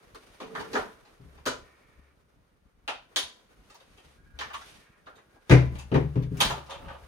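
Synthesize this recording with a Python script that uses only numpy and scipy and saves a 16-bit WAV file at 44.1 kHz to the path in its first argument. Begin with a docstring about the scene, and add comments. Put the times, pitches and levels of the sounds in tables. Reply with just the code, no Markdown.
"""Wardrobe doors in a large quiet store

Doors of coated chipboard are opened and shut by hand. Catches and edges knock: clusters of micro-impacts
heard through the cabinet and its aisle, a short dense tail of shaped noise. The panels boom as dying sines
when a door lands and bounces, and steel hinge parts ring thinly. Hands and edges rub as swelling noise;
creaks and scrapes are noise through resonances, over a faint ventilation floor of rumble and hiss."""
import sys
import numpy as np
from scipy import signal
from scipy.io import wavfile

SR = 44100
rng = np.random.default_rng(int(sys.argv[2]) if len(sys.argv) > 2 else 0)


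def rack_gain(trim_db):
    """Turn a fader trim in dB into the linear factor to multiply a signal by."""
    fader = np.asarray(trim_db, float)
    return 10 ** (fader / 20)


def store_pcm(level_fs):
    """Save levels as 16-bit WAV."""
    pcm = np.round(np.clip(level_fs, -1, 1) * 32767).astype(np.int16)
    wavfile.write(sys.argv[1], SR, np.atleast_2d(pcm).T)


N = 311787


def rms_one(x):
    """Scale to unit rms."""
    return x / np.sqrt(np.mean(x ** 2) + 1e-20)


def in_time(rows):
    """Columns of a curve, interpolated at every sample."""
    s, *columns = np.transpose(rows)
    return [np.interp(np.arange(N) / SR, s, column) for column in columns]


def at_hz(points, hz):
    """Read a spectrum on a logarithmic frequency axis."""
    point_hz, value = np.array(points).T
    return np.interp(np.log(hz), np.log(point_hz), value)


def drift(rate_hz):
    """Slow random wander of spread 1: noise through two equal low-pass poles, one value every 40 samples."""
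    r = np.exp(-80 * np.pi * rate_hz / SR)
    white = rng.standard_normal(N // 40 + 2002)
    slow = rms_one(signal.lfilter([1], [1, -2 * r, r * r], white)[2000:])   # skip the settling
    return np.interp(np.arange(N) / 40, np.arange(len(slow)), slow)


def add(out, sound, s, pan_db):
    """Pan a sound by level and delay; the left is late below about 1.25 dB of pan, the right above."""
    lag = round(7.5 - 6.0 * pan_db)   # samples
    for side, (db, late) in enumerate([(pan_db / 2, max(lag, 0)), (-pan_db / 2, max(-lag, 0))]):
        i = round(s * SR) + late
        part = sound[side, :N - i]
        out[side, i:i + len(part)] += rack_gain(db) * part


EDGES = 30 * 2 ** np.arange(0, 9.3, 1 / 3)   # third octaves, f/Hz
CENTRES = np.sqrt(EDGES[1:] * EDGES[:-1])
# how alike the two microphones hear noise: f/Hz, likeness (1 = same, 0 = unrelated)
LIKENESS = [(60, 0.67), (250, 0.73), (600, 0.11), (1500, 0.022), (5000, 0.034), (12000, 0.51)]


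def bands(white):
    """Third-octave bands of stereo noise, mid and side weighted by the likeness of the two microphones."""
    out = []
    for k, (low, high) in enumerate(zip(EDGES, EDGES[1:])):
        band_filter = signal.butter(2, [low, high], "band", fs=SR, output="sos")
        mid, side = signal.sosfilt(band_filter, white[k % 2])   # neighbouring bands use different noise
        alike = np.clip(at_hz(LIKENESS, CENTRES[k]), 0, 1)
        out.append(np.sqrt(1 + alike) * mid + np.sqrt(1 - alike) * side * [[1], [-1]])
    return np.array(out)


SWELL_DB_PER_S, FADE_DB_PER_S = 307, 122


def swells(rows):
    """Each row swells, holds and fades; powers add; one power envelope per level column."""
    t = np.arange(0, N + 40, 40) / SR
    s, length, *levels = np.transpose(rows)[:, :, None]
    shape_db = -SWELL_DB_PER_S * np.maximum(s - t, 0) - FADE_DB_PER_S * np.maximum(t - s - length, 0)
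    return [np.interp(np.arange(N) / SR, t, np.sum(rack_gain(db + shape_db) ** 2, 0)) for db in levels]


# colours of the three noises, relative level in each hertz: f/Hz, level/dB
RUMBLE = [(30, 19.5), (65, 6), (130, 2.5), (260, -3), (500, -56)]
RUBBING = [(150, -3.5), (450, 11.5), (800, 2), (1300, 4.5), (2200, -5), (2900, -21)]
HISS = [(1500, -0.5), (3000, 4.5), (5000, -2.5), (9000, -5.5), (13000, -17.5), (16000, -69)]
# bustle of the store and sleeves, before the flicker: t/s, rubbing level/dB
BUSTLE = [(0, -64), (1.0, -64.5), (1.75, -67), (2.5, -74), (2.9, -73), (3.3, -67), (4.1, -70.5),
          (5.3, -69.5), (5.7, -65), (7.07, -62.5)]
# a hand or edge slides over a panel, before the flicker: start t/s, length/s, rubbing level/dB, hiss level/dB
STROKES = [(0.2, 0.47, -75, -66), (0.56, 0.054, -51, -58), (0.74, 0.013, -45.5, -49.5),
           (3.14, 0.14, -62.5, -69.5), (3.64, 0.5, -78, -68.5), (4.42, .03, -54, -75),
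           (4.57, 0.18, -68, -55), (5.5, .04, -59, -60), (5.75, 0.035, -59, -61.5), (5.96, 0.034, -55, -80),
           (6.43, 0.013, -37, -45), (6.8, 0.077, -59, -78)]
# the carcass shudders, before the lumps: start t/s, length/s, rumble level/dB
SHUDDERS = [(0.57, .04, -66), (0.73, 0.064, -61), (1.24, 0.11, -62), (1.55, .04, -59), (4.2, 0.15, -57),
            (5.65, 0.04, -36), (6.09, 0.025, -42), (6.43, 0.012, -40), (6.82, 0.061, -48)]
RUMBLE_DB = -69.5   # calm rumble before the lumps
HISS_BELOW_DB, HISS_FOLLOWS = 6.5, 1.26   # mean hiss under mean rubbing; dB per dB of the bustle's swing


def motion(patchy_db=1.5, lumpy_db=6.0):
    """Three noises share one filter bank; the rumble comes in lumps, rubbing and hiss flicker together."""
    bustle_db, = in_time(BUSTLE)
    mean_db = bustle_db.mean()
    calm_hiss_db = mean_db - HISS_BELOW_DB + HISS_FOLLOWS * (bustle_db - mean_db)
    rumble, = swells(SHUDDERS)
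    rubbing, hiss = swells(STROKES)
    noise = bands(rng.standard_normal((2, 2, N)))
    flicker_db = patchy_db * drift(20)
    layers = [(RUMBLE, RUMBLE_DB, rumble, lumpy_db * drift(38)),
              (RUBBING, bustle_db, rubbing, flicker_db),
              (HISS, calm_hiss_db, hiss, flicker_db)]
    out = np.zeros((2, N))
    for colour, calm_db, power, uneven_db in layers:
        coloured = rms_one(np.tensordot(rack_gain(at_hz(colour, CENTRES)), noise, 1))
        out += np.sqrt(rack_gain(calm_db) ** 2 + power) * rack_gain(uneven_db) * coloured
    return out


def friction(curve, resonances, uneven_db):
    """Uneven slips, as noise, excite resonances, each applied twice for steep flanks."""
    slips = rng.standard_normal((2, N)) * rack_gain(uneven_db * drift(30))
    slips[1] = 0.48 * slips[0] + 0.98 * slips[1]   # the sides partly agree
    out = np.zeros((2, N))
    for hz, width, db in resonances:
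        r = np.exp(-np.pi * width / SR)
        section = [1, 0, -1, 1, -2 * r * np.cos(2 * np.pi * hz / SR), r * r]
        out += rack_gain(db) * rms_one(signal.sosfilt([section, section], slips))
    level_db, = in_time(curve)
    return rack_gain(level_db) * out


# damper sliding, before the mode levels: t/s, level/dB
SWISH = [(1.5, -99), (1.65, -64), (1.9, -69), (2.12, -71), (2.22, -113), (4.6, -81), (4.85, -65.5),
         (5.0, -68), (5.1, -114)]
# its resonances: f/Hz, width of one pass/Hz, level/dB
SWISH_MODES = [(1244, 650, -3.5), (1794, 260, -3), (2160, 380, -4)]


def swish():
    """The damper slides as a door swings: smooth noise through broad resonances."""
    return friction(SWISH, SWISH_MODES, uneven_db=0.0)


# hinge creak, before the mode levels: t/s, level/dB
CREAK = [(4.05, -125), (4.15, -77), (4.25, -70.5), (4.36, -67.5), (4.4, -76)]
# its resonances: f/Hz, width of one pass/Hz, level/dB
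CREAK_MODES = [(1440, 50, -4), (1625, 40, 0), (2350, 60, -15)]


def creak():
    """A hinge creaks: uneven slips through narrow resonances."""
    return friction(CREAK, CREAK_MODES, uneven_db=2.5)


# a dragged edge keeps the panel humming, before the mode levels: t/s, level/dB
DRONE = [(.39, -107), (.42, -46), (.5, -55.5), (.6, -43.5), (.72, -50.5), (.85, -49.5), (.97, -75),
         (1.05, -110)]
# its resonances: f/Hz, width of one pass/Hz, level/dB
DRONE_MODES = [(186.5, 134, -3), (263.3, 16, -8.5), (408, 40, -5), (444, 19, 1)]


def drone():
    """A dragged edge keeps the panel humming: slips through low resonances."""
    return friction(DRONE, DRONE_MODES, uneven_db=1.5)


# a panel edge along the shelf, before the mode levels: t/s, level/dB
SCRAPE = [(6.5, -97), (6.58, -49), (6.66, -66.5), (6.72, -44.5), (6.8, -58.5), (6.9, -50), (6.98, -55.5),
          (7.07, -71)]
# its resonances: f/Hz, width of one pass/Hz, level/dB
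SCRAPE_MODES = [(567, 48, -1), (704, 350, 1.5), (880, 170, -2), (1144, 170, -1), (2600, 1200, -6.5)]


def scrape():
    """A panel edge scrapes along the shelf: uneven slips through mostly broad resonances."""
    return friction(SCRAPE, SCRAPE_MODES, uneven_db=2.5)


def ringing(modes, strengths, rise_ms):
    """Sum of dying sines of alternating sign that take a moment to swing up."""
    t = np.arange(int(SR * .7)) / SR
    hz, db, t60 = np.transpose(modes)[:, :, None]
    sines = rack_gain(db - 60 * t / t60) * np.sin(2 * np.pi * hz * t)
    signs = (-1) ** np.arange(len(modes))
    return (strengths * signs) @ sines * (1 - np.exp(-1000 * t / rise_ms))


# steel hinge parts: f/Hz, relative level/dB, t60/s
STEEL = [(9770, -4, .22), (9790, -2, .24), (10650, -10, .2), (14590, -4, .2)]
# when they ring, before the mode levels: t/s, level/dB
STEEL_HITS = [(2.88, -77), (3.164, -33.5)]


def steel():
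    """Steel hinge parts sing thinly after a snap: high sines that swell in slowly and die."""
    out = np.zeros((2, N))
    for s, db in STEEL_HITS:
        ring = ringing(STEEL, rack_gain(db) * np.ones(len(STEEL)), rise_ms=15.0)
        add(out, np.array([ring, ring]), s, pan_db=-2.5)
    return out


# door and side panels: f/Hz, relative level/dB, t60 before any hand damping/s
PANELS = [(44.4, 0.5, 0.21), (70, -1.5, 0.88), (127.9, -2.5, 0.39), (146.6, -10.5, 0.57),
          (161.2, -5.5, 0.29), (198.8, -12, 0.23), (259.6, -6, 0.22), (299.2, -8.5, 0.23),
          (402.5, 1.5, 0.2), (438.5, -7, 0.24), (518, -5.5, 0.24), (664, -12, 0.36), (837, -8.5, 0.15),
          (1005, -14, 0.46), (1209, -4.5, 0.15), (1507, -17, 0.096), (1663, 0, 0.077)]
# soft heavy blows, before mode levels and scatter: t/s, upper-mode drive level/dB, level under 100 Hz/dB
THUMPS = [(1.197, -41, -60), (1.247, -44.5, -47.5), (1.463, -38, -51.5), (1.967, -61.5, -55),
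          (4.039, -54, -56), (4.222, -60, -64), (4.33, -64, -46), (5.502, -2.5, -19.5), (5.526, -4.5, -44),
          (5.916, -10, -49), (5.944, -5.5, -28.5), (6.033, -19, -43), (6.16, -14, -44), (6.21, -26, -34),
          (6.254, -29, -43), (6.312, -20, -48), (6.374, -37, -46), (6.45, -26, -43), (6.498, -30.5, -41.5),
          (6.853, -41, -40), (7.018, -52, -48)]


def thumps(scatter_db=2.5, dull_db=-5.0):
    """A soft blow swings the panels: the two deepest modes on their own, the others weaker away from 130 Hz."""
    out = np.zeros((2, N))
    chance = rng.standard_normal((len(THUMPS), len(PANELS)))
    hz = np.array(PANELS)[:, 0]
    for (s, db, deep_db), spread in zip(THUMPS, chance):
        upper_db = db - 6.5 + dull_db * np.log2(hz / 130) ** 2
        level_db = np.where(hz < 100, deep_db, upper_db)
        boom = ringing(PANELS, rack_gain(level_db + scatter_db * spread), rise_ms=2.13)
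        add(out, np.array([boom, boom]), s, pan_db=4)
    return out


# cabinet and aisle tail, before its closing fade: f/Hz, t60/s
TAIL = [(200, 0.27), (700, 0.32), (1840, 0.28), (4850, 0.3), (12800, 0.18)]
# first click against the tail: f/Hz, level/dB
DIRECT = [(300, 21), (1500, 23.5), (5000, 28.5), (9000, 21), (14000, 42)]
STORE_T60_S, STORE_DB = 1.16, -34.5   # long store tail, before the closing fade


def cabinet_echo(build_ms=1.5):
    """One response per band: a direct click, a tail that builds up and dies, and the weak long store tail."""
    t = np.arange(int(SR * .9)) / SR
    white = rng.standard_normal((2, 2, len(t))) * (1 - np.exp(-1000 * t / build_ms))
    decay = rack_gain(-60 * t / at_hz(TAIL, CENTRES)[:, None]) + rack_gain(STORE_DB - 60 * t / STORE_T60_S)
    closing = 1 - t / t[-1]
    tail = bands(white) * (decay * closing)[:, None]
    click = np.zeros_like(white)
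    click[:, 0, 0] = 1
    return tail + bands(click) * rack_gain(at_hz(DIRECT, CENTRES))[:, None, None]


BODY_HZ, HINGE_HZ = 389, 850   # the weight acts fully below the first, the slope turns on the second
PART_DB, PART_OCTAVES = 8, 0.42   # height and half-width (to 1/e) of the struck part's resonance


def leaning(hz, weight_db, slope_db, *parts_hz):
    """Heavy contacts lift the low end, hard ones the top; a small struck part adds its own pitch."""
    octaves = np.log2(hz / HINGE_HZ)
    low_db = weight_db * np.clip(octaves / np.log2(BODY_HZ / HINGE_HZ), 0, 1)
    top_db = slope_db * np.maximum(octaves, 0)
    part_db = sum(PART_DB * np.exp(-(np.log2(hz / part_hz) / PART_OCTAVES) ** 2) for part_hz in parts_hz)
    return low_db + top_db + part_db


# colour shared by all contacts, relative level in each hertz: f/Hz, level/dB
CONTACT_COLOUR = [(130, -21), (280, 8), (420, 11), (850, 5), (1800, 6), (3600, 7.5), (5200, 3.5),
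                  (6800, 5.5), (8200, 2.5), (10500, -3), (16000, -26)]
# where the hands work: t/s, left over right level/dB
PLACE = [(0, 1.5), (.7, 0), (3, 0.5), (5.3, -0.5), (5.45, 2.5), (6.3, 4.5), (6.4, 0), (7.07, 3.5)]


def contacts(rows, contact_ms, rattle, damping_db_s, scatter_db=2.5, panel_db=-8):
    """An impact and its micro-impacts, coloured and heard through the cabinet; upper panel modes join in."""
    out = np.zeros((2, N))
    echoes = [cabinet_echo() for _ in range(3)]   # taken in turn
    chance = rng.standard_normal((len(rows), 2000 + len(CENTRES)))
    age = np.arange(2000) / (SR * contact_ms / 1000)
    fade = age * np.exp(-age)   # the contact presses in, then lets go
    upper = np.array([mode for mode in PANELS if mode[0] > 230])
    spread_db = 3 * chance[:, -len(upper):]   # every blow lands on another spot
    damped = rack_gain(-damping_db_s * np.arange(echoes[0].shape[-1]) / SR)
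    for k, (s, db, *manner) in enumerate(rows):
        pan_db = np.interp(s, *np.transpose(PLACE))
        colour_db = at_hz(CONTACT_COLOUR, CENTRES) + leaning(CENTRES, *manner)
        gains = rack_gain(db + colour_db + scatter_db * chance[k, 2000:])
        contact = rattle * chance[k, :2000] * fade
        contact[0] = 1
        contact /= np.sqrt(np.sum(contact ** 2))
        echo = damped * np.tensordot(gains, echoes[k % 3], 1)
        add(out, signal.fftconvolve(echo, contact[None], axes=1), s, pan_db)
        struck_db = db + leaning(upper[:, 0], *manner) + panel_db + spread_db[k]
        ring = ringing(upper, rack_gain(struck_db), rise_ms=0.74 * contact_ms)
        add(out, np.array([ring, ring]) * damped[:len(ring)], s, pan_db)
    return out


# short drawn-out scuffs, before colour and scatter:
# t/s, level/dB, low-end weight/dB, slope above 850 Hz/dB per octave
SCUFFS = [(0.413, -42, 0, -5.5), (0.494, -43, 1, -13), (0.593, -33, -11, -8), (0.764, -29, 7, -8),
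          (1.049, -48.5, -34, -8), (1.373, -48.5, -4.5, -8.5), (1.469, -27.5, -13, -3.5),
          (3.697, -51, -9, -3), (3.799, -53, -15, -4), (3.972, -56, -3, -3), (5.154, -60, 5, -1.5),
          (5.749, -44, -9, -6), (5.784, -44, -15, -2.1), (6.331, -63, 25, -22), (6.448, -33, -12, -1),
          (6.57, -42.5, 0, -27), (6.66, -55.5, -11, -3.5), (6.694, -43.5, -14, -3.5),
          (6.733, -50.5, -11, -4.5), (6.879, -35.5, -23, -9)]


def scuffs():
    """Scuffs: micro-impacts outweigh the first touch, so the contact is drawn out."""
    return contacts(SCUFFS, contact_ms=3.1, rattle=3.0, damping_db_s=35)


# light taps, before colour and scatter:
# t/s, level/dB, low-end weight/dB, slope above 850 Hz/dB per octave, pitch of the struck part f/Hz
TAPS = [(0.147, -44, -4.5, -3.5, 1230), (0.573, -32.5, -21, -13, 1400), (0.604, -40, -8, -4.5, 850),
        (0.642, -44, 0, -5.5, 1600), (1.455, -38, -8, -3, 1420), (2.89, -31, -30, -7.5, 1140),
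        (3.745, -49.5, -18, -3, 690), (4.502, -37, -25, -8, 1300), (4.534, -37, -28, -5, 2550),
        (4.543, -33.5, -30, -5.5, 1180), (4.611, -44, -32, -4, 1460), (5.061, -52.5, -6, -6.5, 3900),
        (5.179, -45.5, -10, -10.5, 2030), (5.36, -55.5, -3, -15, 736), (5.95, -25, 10, -11, 850),
        (6.224, -53, -3, -2.5, 2040), (6.371, -59, 18, 2, 2430), (6.404, -19, -13, -2, 895)]


def taps():
    """Light taps damped by the hand: ring and tail die sooner."""
    return contacts(TAPS, contact_ms=3.6, rattle=0.15, damping_db_s=162)


# hard contacts of catches and edges, before colour and scatter:
# t/s, level/dB, low-end weight/dB, slope above 850 Hz/dB per octave, pitch of the struck part f/Hz
KNOCKS = [(0.402, -38.5, 1, -5.5, 1040), (0.551, -28, -31, -9, 1460), (0.732, -31.5, 6, -6, 4800),
          (0.753, -23, -5, -8.5, 1560), (1.461, -30.5, 6.5, -2, 1330), (2.878, -25.5, -15.5, -6.5, 2970),
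          (3.16, -27.5, -11.5, -1.5, 3800), (4.389, -33.5, -16.5, -5.5, 3300),
          (4.408, -34.5, -19, -4.5, 1450), (5.068, -44, -10, -9, 1210), (5.496, -23, 8, -6, 1724),
          (5.51, -18, 5.5, -6, 2010), (5.516, -22.5, 13.5, -16.5, 2200), (5.917, -33.5, 13.5, -10.5, 2430),
          (5.942, -25, 5.5, -9, 1980), (6.156, -43, 17, -7.5, 1120), (6.413, -21, -21, -3, 3780),
          (6.5, -29, -14, -4.5, 845), (6.708, -41, -8.5, -4.5, 3120)]


def knocks():
    """Hard knocks: one short clean impact with hardly any rattle, left to ring freely."""
    return contacts(KNOCKS, contact_ms=1.5, rattle=.04, damping_db_s=0)


def scene():
    """All sources at the two microphones."""
    rubs = swish() + creak() + drone() + scrape()
    hits = scuffs() + taps() + knocks()
    return motion() + rubs + steel() + thumps() + hits


def low_pass(x):
    """Removes everything above the highest recorded frequency."""
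    return signal.sosfilt(signal.butter(12, 16460, fs=SR, output="sos"), x)


def record(dry):
    """The microphone loses the deepest bass and dips near 7.5 kHz; peaks are rounded."""
    b, a = signal.iirnotch(7550, 8.0, SR)
    heard = dry - 0.77 * (dry - signal.lfilter(b, a, dry))   # a partial notch
    heard = signal.sosfilt(signal.butter(3, 38, "high", fs=SR, output="sos"), heard)
    mix = np.tanh(heard / 1.24) * 1.329
    return low_pass(mix)


dry = scene()
out = record(dry)
store_pcm(out)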